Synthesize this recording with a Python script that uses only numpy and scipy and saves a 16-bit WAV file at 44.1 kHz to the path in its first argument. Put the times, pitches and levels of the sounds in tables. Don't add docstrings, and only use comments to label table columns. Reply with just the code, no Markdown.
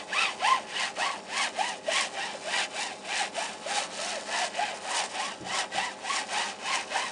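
import sys
import numpy as np
from scipy import signal
from scipy.fft import rfft, irfft, next_fast_len
from scipy.io import wavfile
from scipy.ndimage import uniform_filter1d, map_coordinates

SR = 44100
rng = np.random.default_rng(int(sys.argv[2]) if len(sys.argv) > 2 else 0)


def log_audio(samples):
    frames = np.atleast_2d(samples).T
    limited = np.clip(frames, -1, 1)
    pcm = np.round(limited * 32767).astype(np.int16)
    wavfile.write(sys.argv[1], SR, pcm)


N = 313859
TIME_S = np.arange(N) / SR


def amp(db):
    return 10 ** (np.asarray(db) / 20)


def unit(x):
    return x / np.sqrt(np.mean(x ** 2) + 1e-20)


def along(points, hz):
    point_hz, value = np.transpose(points)
    return np.interp(np.log(hz + 1), np.log(point_hz + 1), value)


def wobble(rate_hz):
    knots = rng.standard_normal(int(N * rate_hz / SR) + 4)
    return map_coordinates(knots, [TIME_S * rate_hz])


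def filtered(x, response):
    size = next_fast_len(N + SR // 2)
    hz = np.fft.rfftfreq(size, 1 / SR)
    return irfft(rfft(x, size) * response(hz), size)[:N]


def coloured(x, spectrum):
    return unit(filtered(x, lambda hz: amp(along(spectrum, hz))))


# hz, level_db (rms)
HUM_LINES = [(102, -72), (199, -69), (222, -64.5), (291, -63), (399, -57.5), (528, -56.5), (630, -56),
             (848, -54)]
# (dB per Hz, relative)
AIR_SPECTRUM = [(20, -27), (40, -35), (65, -11.5), (100, -11.5), (135, -9), (200, 7), (260, 2), (400, 4.5),
                (600, 1), (850, -12), (1300, -6.5), (2200, -22), (4000, -21), (10000, -68)]


def appliance(waver_rad=0.84):
    hum = np.zeros(N)
    for hz, level_db in HUM_LINES:
        phase = 2 * np.pi * hz * TIME_S + waver_rad * wobble(12)
        hum += amp(level_db) * np.sqrt(2) * np.sin(phase)
    return hum + amp(-50) * coloured(rng.standard_normal(N), AIR_SPECTRUM)


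# hz, t60_s
ROOM_DECAY = [(200, 0.41), (1500, 0.15), (10000, 0.06)]


def room(x, count=20):
    out = np.zeros(N)
    for k in range(count):
        distance = np.abs(np.linspace(0, count - 1, N) - k)
        share = np.sqrt(np.maximum(1 - distance, 0))
        live = np.flatnonzero(share)
        first = live[0]
        hz, t_s, noise = signal.stft(rng.standard_normal(SR // 2), SR, nperseg=256)
        decay = amp(-60 * t_s / along(ROOM_DECAY, hz)[:, None])
        tail = signal.istft(noise * decay, SR, nperseg=256)[1]
        tail /= np.linalg.norm(tail)
        answer = signal.fftconvolve(x[live] * share[live], tail)[:N - first]
        out[first:first + len(answer)] += answer
    return out


# start_s, level_db (relative)
HANDLING_THUMPS = [(5.404, -35), (5.744, -41)]
# hz, level_db (relative), t60_s
THUMP_MODES = [(92.46, -16, 0.35), (125, -8, 0.22), (186.4, -10.5, 0.48), (333, 5, 0.072)]


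def handling_thumps(attack_s=0.0039):
    out = np.zeros(N)
    for start_s, thump_db in HANDLING_THUMPS:
        t_s = np.maximum(TIME_S - start_s, 0)
        ring = np.zeros(N)
        for hz, mode_db, t60_s in THUMP_MODES:
            ring += amp(mode_db - 60 * t_s / t60_s) * np.sin(2 * np.pi * hz * t_s)
        out += amp(thump_db) * ring * (1 - np.exp(-t_s / attack_s))
    return out


# hz, width_hz, level_db (over the direct sound)
FRAME_MODES = [(587, 47, -11), (762, 220, -5.5), (1067.5, 51, -5.5), (1315, 39, -5.5), (1592, 55, 1.5),
               (1722, 74, 1.5), (1918, 112, 4.5), (2117, 31, -1.5), (2355, 45, 1), (2520, 180, -2.5),
               (2695, 32, -6.5), (2969, 75, 2), (3780, 145, -8), (4620, 150, -11), (5140, 38, -4.5),
               (5500, 41, -1), (6250, 40, -8.5), (6860, 50, -2.5)]


def frame(x):
    def response(f):
        total = 1
        for hz, width_hz, level_db in FRAME_MODES:
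            damping = 1j * f * width_hz
            total = total + amp(level_db) * damping / (hz * hz - f * f + damping)
        return total

    return filtered(x, response)


LAST_STOP_S = 7.17


def stroke_phase(start_s, middle_s):
    marks_s = np.append(np.column_stack([start_s, middle_s]), LAST_STOP_S)
    return np.interp(TIME_S, marks_s, np.arange(len(marks_s)) / 2)


# start_s, fastest_s, hardest_s (hardest press), top_hz (tooth rate),
# sing_db (tone clarity), bite_db, rasp_db, hiss_db, turn_db (scrape at the turn before); levels relative
SAW_STROKES = [(-0.22, -0.06, -0.067, 1000.0, 0.0, -30.0, -32.0, -44.0, -53.0),
               (0.06, 0.219, 0.21, 1320.0, 3.0, -30.5, -28.5, -39.0, -56.5),
               (0.369, 0.512, 0.485, 1050.0, 8.5, -30.5, -31.5, -39.0, -53.5),
               (0.649, 0.805, 0.824, 1050.0, -5.0, -31.5, -31.5, -39.5, -54.0),
               (0.939, 1.084, 1.025, 1090.0, 1.0, -27.5, -33.0, -38.0, -57.5),
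               (1.236, 1.388, 1.423, 1110.0, 1.5, -31.0, -30.5, -33.5, -57.0),
               (1.519, 1.674, 1.62, 990.0, 3.5, -34.0, -35.5, -38.5, -55.5),
               (1.82, 1.99, 1.965, 1120.0, -2.5, -29.5, -28.0, -30.0, -57.5),
               (2.107, 2.248, 2.215, 950.0, -2.0, -35.0, -36.5, -43.0, -52.5),
               (2.395, 2.557, 2.598, 980.0, -2.0, -30.0, -29.5, -33.0, -53.0),
               (2.688, 2.849, 2.81, 960.0, 0.5, -36.0, -36.5, -39.5, -55.5),
               (3.002, 3.155, 3.197, 880.0, -0.5, -34.5, -31.5, -35.0, -55.0),
               (3.31, 3.461, 3.402, 910.0, -2.0, -33.5, -37.0, -37.0, -56.5),
               (3.598, 3.74, 3.776, 830.0, -2.5, -30.5, -32.5, -34.0, -53.0),
               (3.88, 4.093, 4.088, 730.0, 2.0, -36.0, -38.0, -37.0, -49.0),
               (4.245, 4.359, 4.402, 950.0, -4.0, -28.0, -32.5, -34.0, -49.5),
               (4.512, 4.651, 4.612, 820.0, 2.0, -35.0, -35.5, -41.5, -50.5),
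               (4.808, 4.938, 4.974, 990.0, -7.0, -27.5, -32.5, -33.5, -49.5),
               (5.092, 5.265, 5.218, 1120.0, -1.5, -32.5, -34.5, -40.5, -51.5),
               (5.4, 5.555, 5.578, 1090.0, -2.0, -27.5, -32.0, -34.5, -57.0),
               (5.694, 5.86, 5.775, 1000.0, 1.0, -32.5, -33.0, -38.5, -58.5),
               (5.988, 6.139, 6.167, 1140.0, -1.0, -31.5, -31.5, -33.5, -54.0),
               (6.26, 6.425, 6.385, 980.0, -2.0, -28.5, -32.0, -36.5, -51.5),
               (6.578, 6.728, 6.745, 1080.0, -1.5, -29.0, -31.5, -36.0, -52.5),
               (6.864, 7.034, 6.98, 1030.0, 1.0, -30.0, -33.0, -38.5, -53.0)]


def arm(fullness=.8, clog_db=6):
    start_s, fastest_s, _, top_hz, sing_db = np.transpose(SAW_STROKES)[:5]
    swing = stroke_phase(start_s, fastest_s)
    stroke = np.minimum(swing.astype(int), len(start_s) - 1)
    tooth_hz = top_hz[stroke] * np.abs(np.sin(np.pi * swing)) ** fullness
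    clogging_db = clog_db * np.maximum(2 * (swing % 1) - 1, 0)
    return tooth_hz, sing_db[stroke] - clogging_db


SWELL_LEAN = [1.1, .88, .88, 1.2]
TURN_BITE_DB, TURN_HISS_DB = 8, -0.5
BITE_HOLD, RASP_HOLD, HISS_HOLD = 1.65, 1.9, 1.25
EASE_S = .02


def pressure(unsteady_db=.5, grab_db=1.0, dust_db=1.6):
    start_s, _, hardest_s, _, _, bite_db, rasp_db, hiss_db, turn_db = np.transpose(SAW_STROKES)
    press = stroke_phase(start_s, hardest_s)
    stroke = np.minimum(press.astype(int), len(start_s) - 1)
    slack = np.abs(2 * (press % 1) - 1)
    lean = np.take(SWELL_LEAN, (2 * press).astype(int), mode="wrap")
    scrape_db = np.interp(TIME_S, start_s, turn_db)
    hand_db = unsteady_db * wobble(28)

    def swell(top_db, bottom_db, hold):
        peak_db = top_db[stroke]
        level_db = peak_db + (bottom_db - peak_db) * slack ** (hold * lean)
        return uniform_filter1d(level_db, size=int(EASE_S * SR)) + hand_db

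    bite = swell(bite_db, scrape_db + TURN_BITE_DB, BITE_HOLD) + grab_db * wobble(45)
    rasp = swell(rasp_db, scrape_db, RASP_HOLD)
    hiss = swell(hiss_db, scrape_db + TURN_HISS_DB, HISS_HOLD) + dust_db * wobble(45)
    return bite, rasp, hiss


def tooth_blows(turns, scatter_db):
    passing = np.diff(np.floor(turns), prepend=0)
    return passing * amp(scatter_db * rng.standard_normal(N))


def chips(turns, life_turns, clump_db):
    burst = np.exp(-(turns % 1) / life_turns)
    return unit(rng.standard_normal(N) * burst * amp(clump_db * wobble(350)))


def partial(turns, order, rough_rad, fitful_db):
    size = amp(fitful_db * wobble(70))
    return size * np.sin(2 * np.pi * order * turns + rough_rad * wobble(160))


# hz, half_width_hz, level_db (over the bite)
PIECE_GROANS = [(600, 50, -4.5), (780, 35, -2), (1070, 30, -10)]


def groan(tooth_hz):
    return sum(amp(level_db) * np.exp(-((tooth_hz - hz) / half_width_hz) ** 2)
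               for hz, half_width_hz, level_db in PIECE_GROANS)


# centre_s, pitch_hz, level_db, half_length_s
CHATTER_BURSTS = [(0.133, 1670, -27.5, .009), (0.212, 1310, -29, .01), (0.451, 810, -23.5, .011),
                  (0.507, 1046, -22.5, .0053), (0.525, 1050, -19.5, .0074), (0.547, 980, -25, .004),
                  (0.769, 3034, -30, .0065), (1.002, 740, -28, .0057), (1.064, 1080, -25, .0039),
                  (1.104, 1070, -30, .0075), (1.594, 720, -27, .006), (1.615, 840, -24, .0074),
                  (1.889, 620, -24.5, .0075), (2.352, 550, -38.5, .0078), (2.479, 630, -33, .012),
                  (3.216, 770, -28.5, .011), (3.388, 672, -28, .0098), (3.668, 600, -32.5, .0071),
                  (3.785, 780, -26.5, .01), (4.174, 560, -34.5, .014), (4.421, 760, -27.5, .0083),
                  (4.597, 696, -26.5, .0083), (4.622, 780, -26, .014), (5.2, 790, -29, .011),
                  (5.787, 780, -30, .0089), (6.108, 1080, -27, .0081), (6.376, 840, -25, .0041),
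                  (6.962, 840, -20, .0031)]


def chatter(rate_hz, turns):
    out, hold = np.zeros(N), np.zeros(N)
    for centre_s, pitch_hz, level_db, half_length_s in CHATTER_BURSTS:
        near = np.abs(TIME_S - centre_s) < 4 * half_length_s
        swell = np.exp(-((TIME_S[near] - centre_s) / half_length_s) ** 2)
        cycles = turns[near] * pitch_hz / rate_hz[near].mean()
        out[near] += amp(level_db) * swell * np.sin(2 * np.pi * cycles)
        hold[near] = np.maximum(hold[near], swell)
    return np.sqrt(2) * out, hold


# (dB per Hz, relative)
GRIND_SPECTRUM = [(150, -33.5), (380, -12.5), (510, -6.5), (620, -2), (800, 3), (1100, -1), (1400, -6),
                  (2200, -18.5), (5000, -67)]
RASP_SPECTRUM = [(500, -29), (1200, -10.5), (1650, -3.5), (2100, -1.5), (2850, .5), (3400, -2.5),
                 (4200, -5.5), (5500, -12.5), (10000, -65)]
HISS_SPECTRUM = [(1500, -52), (3500, -5.5), (4800, -3), (6500, -4), (7600, -4.5), (8900, -4.5),
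                 (10000, -11)]


def saw(jitter=.018, creep_hz=120):
    bite_db, rasp_db, hiss_db = pressure()
    tooth_hz, sing_db = arm()
    rate_hz = np.maximum(tooth_hz, creep_hz) * (1 + jitter * wobble(170))
    turns = np.cumsum(rate_hz) / SR

    blows = tooth_blows(turns + .075 * wobble(260), scatter_db=2.6)
    blows = unit(blows * amp(0.28 * sing_db + 2.14 * wobble(60)))

    grind_force = chips(turns, life_turns=0.71, clump_db=0.5)
    grind = amp(bite_db - 6.7) * coloured(frame(grind_force), GRIND_SPECTRUM)
    rasp_force = 0.74 * blows + chips(turns, life_turns=1.0, clump_db=1.9)
    rasp = amp(rasp_db - 0.25) * coloured(frame(rasp_force), RASP_SPECTRUM)
    hiss_force = chips(turns, life_turns=3.1, clump_db=2.2)
    hiss = amp(hiss_db + 1.8) * coloured(frame(hiss_force), HISS_SPECTRUM)

    squawks, hold = chatter(rate_hz, turns)
    flex_gain = (1 - hold) * amp(bite_db - 3.0) * np.hypot(amp(sing_db), groan(tooth_hz))
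    flex = flex_gain * partial(turns, order=1, rough_rad=.68, fitful_db=1.8)
    octave_gain = amp(rasp_db + 0.8 * sing_db - 12)
    octave = octave_gain * partial(turns, order=2, rough_rad=1.4, fitful_db=3.5)

    # (hz, gain_db)
    radiation = [(150, -45), (430, -10), (600, -0.5), (1300, 0)]
    tone = filtered(flex + octave, lambda hz: amp(along(radiation, hz)))
    return grind + rasp + hiss + amp(-2) * frame(tone) + squawks


def scene():
    work = saw() + handling_thumps()
    return (work + amp(-10.5) * room(work) + appliance())[None]


def record(dry, top_hz=10100):
    return filtered(dry[0], lambda hz: hz < top_hz)[None]


dry = scene()
out = record(dry)
log_audio(out)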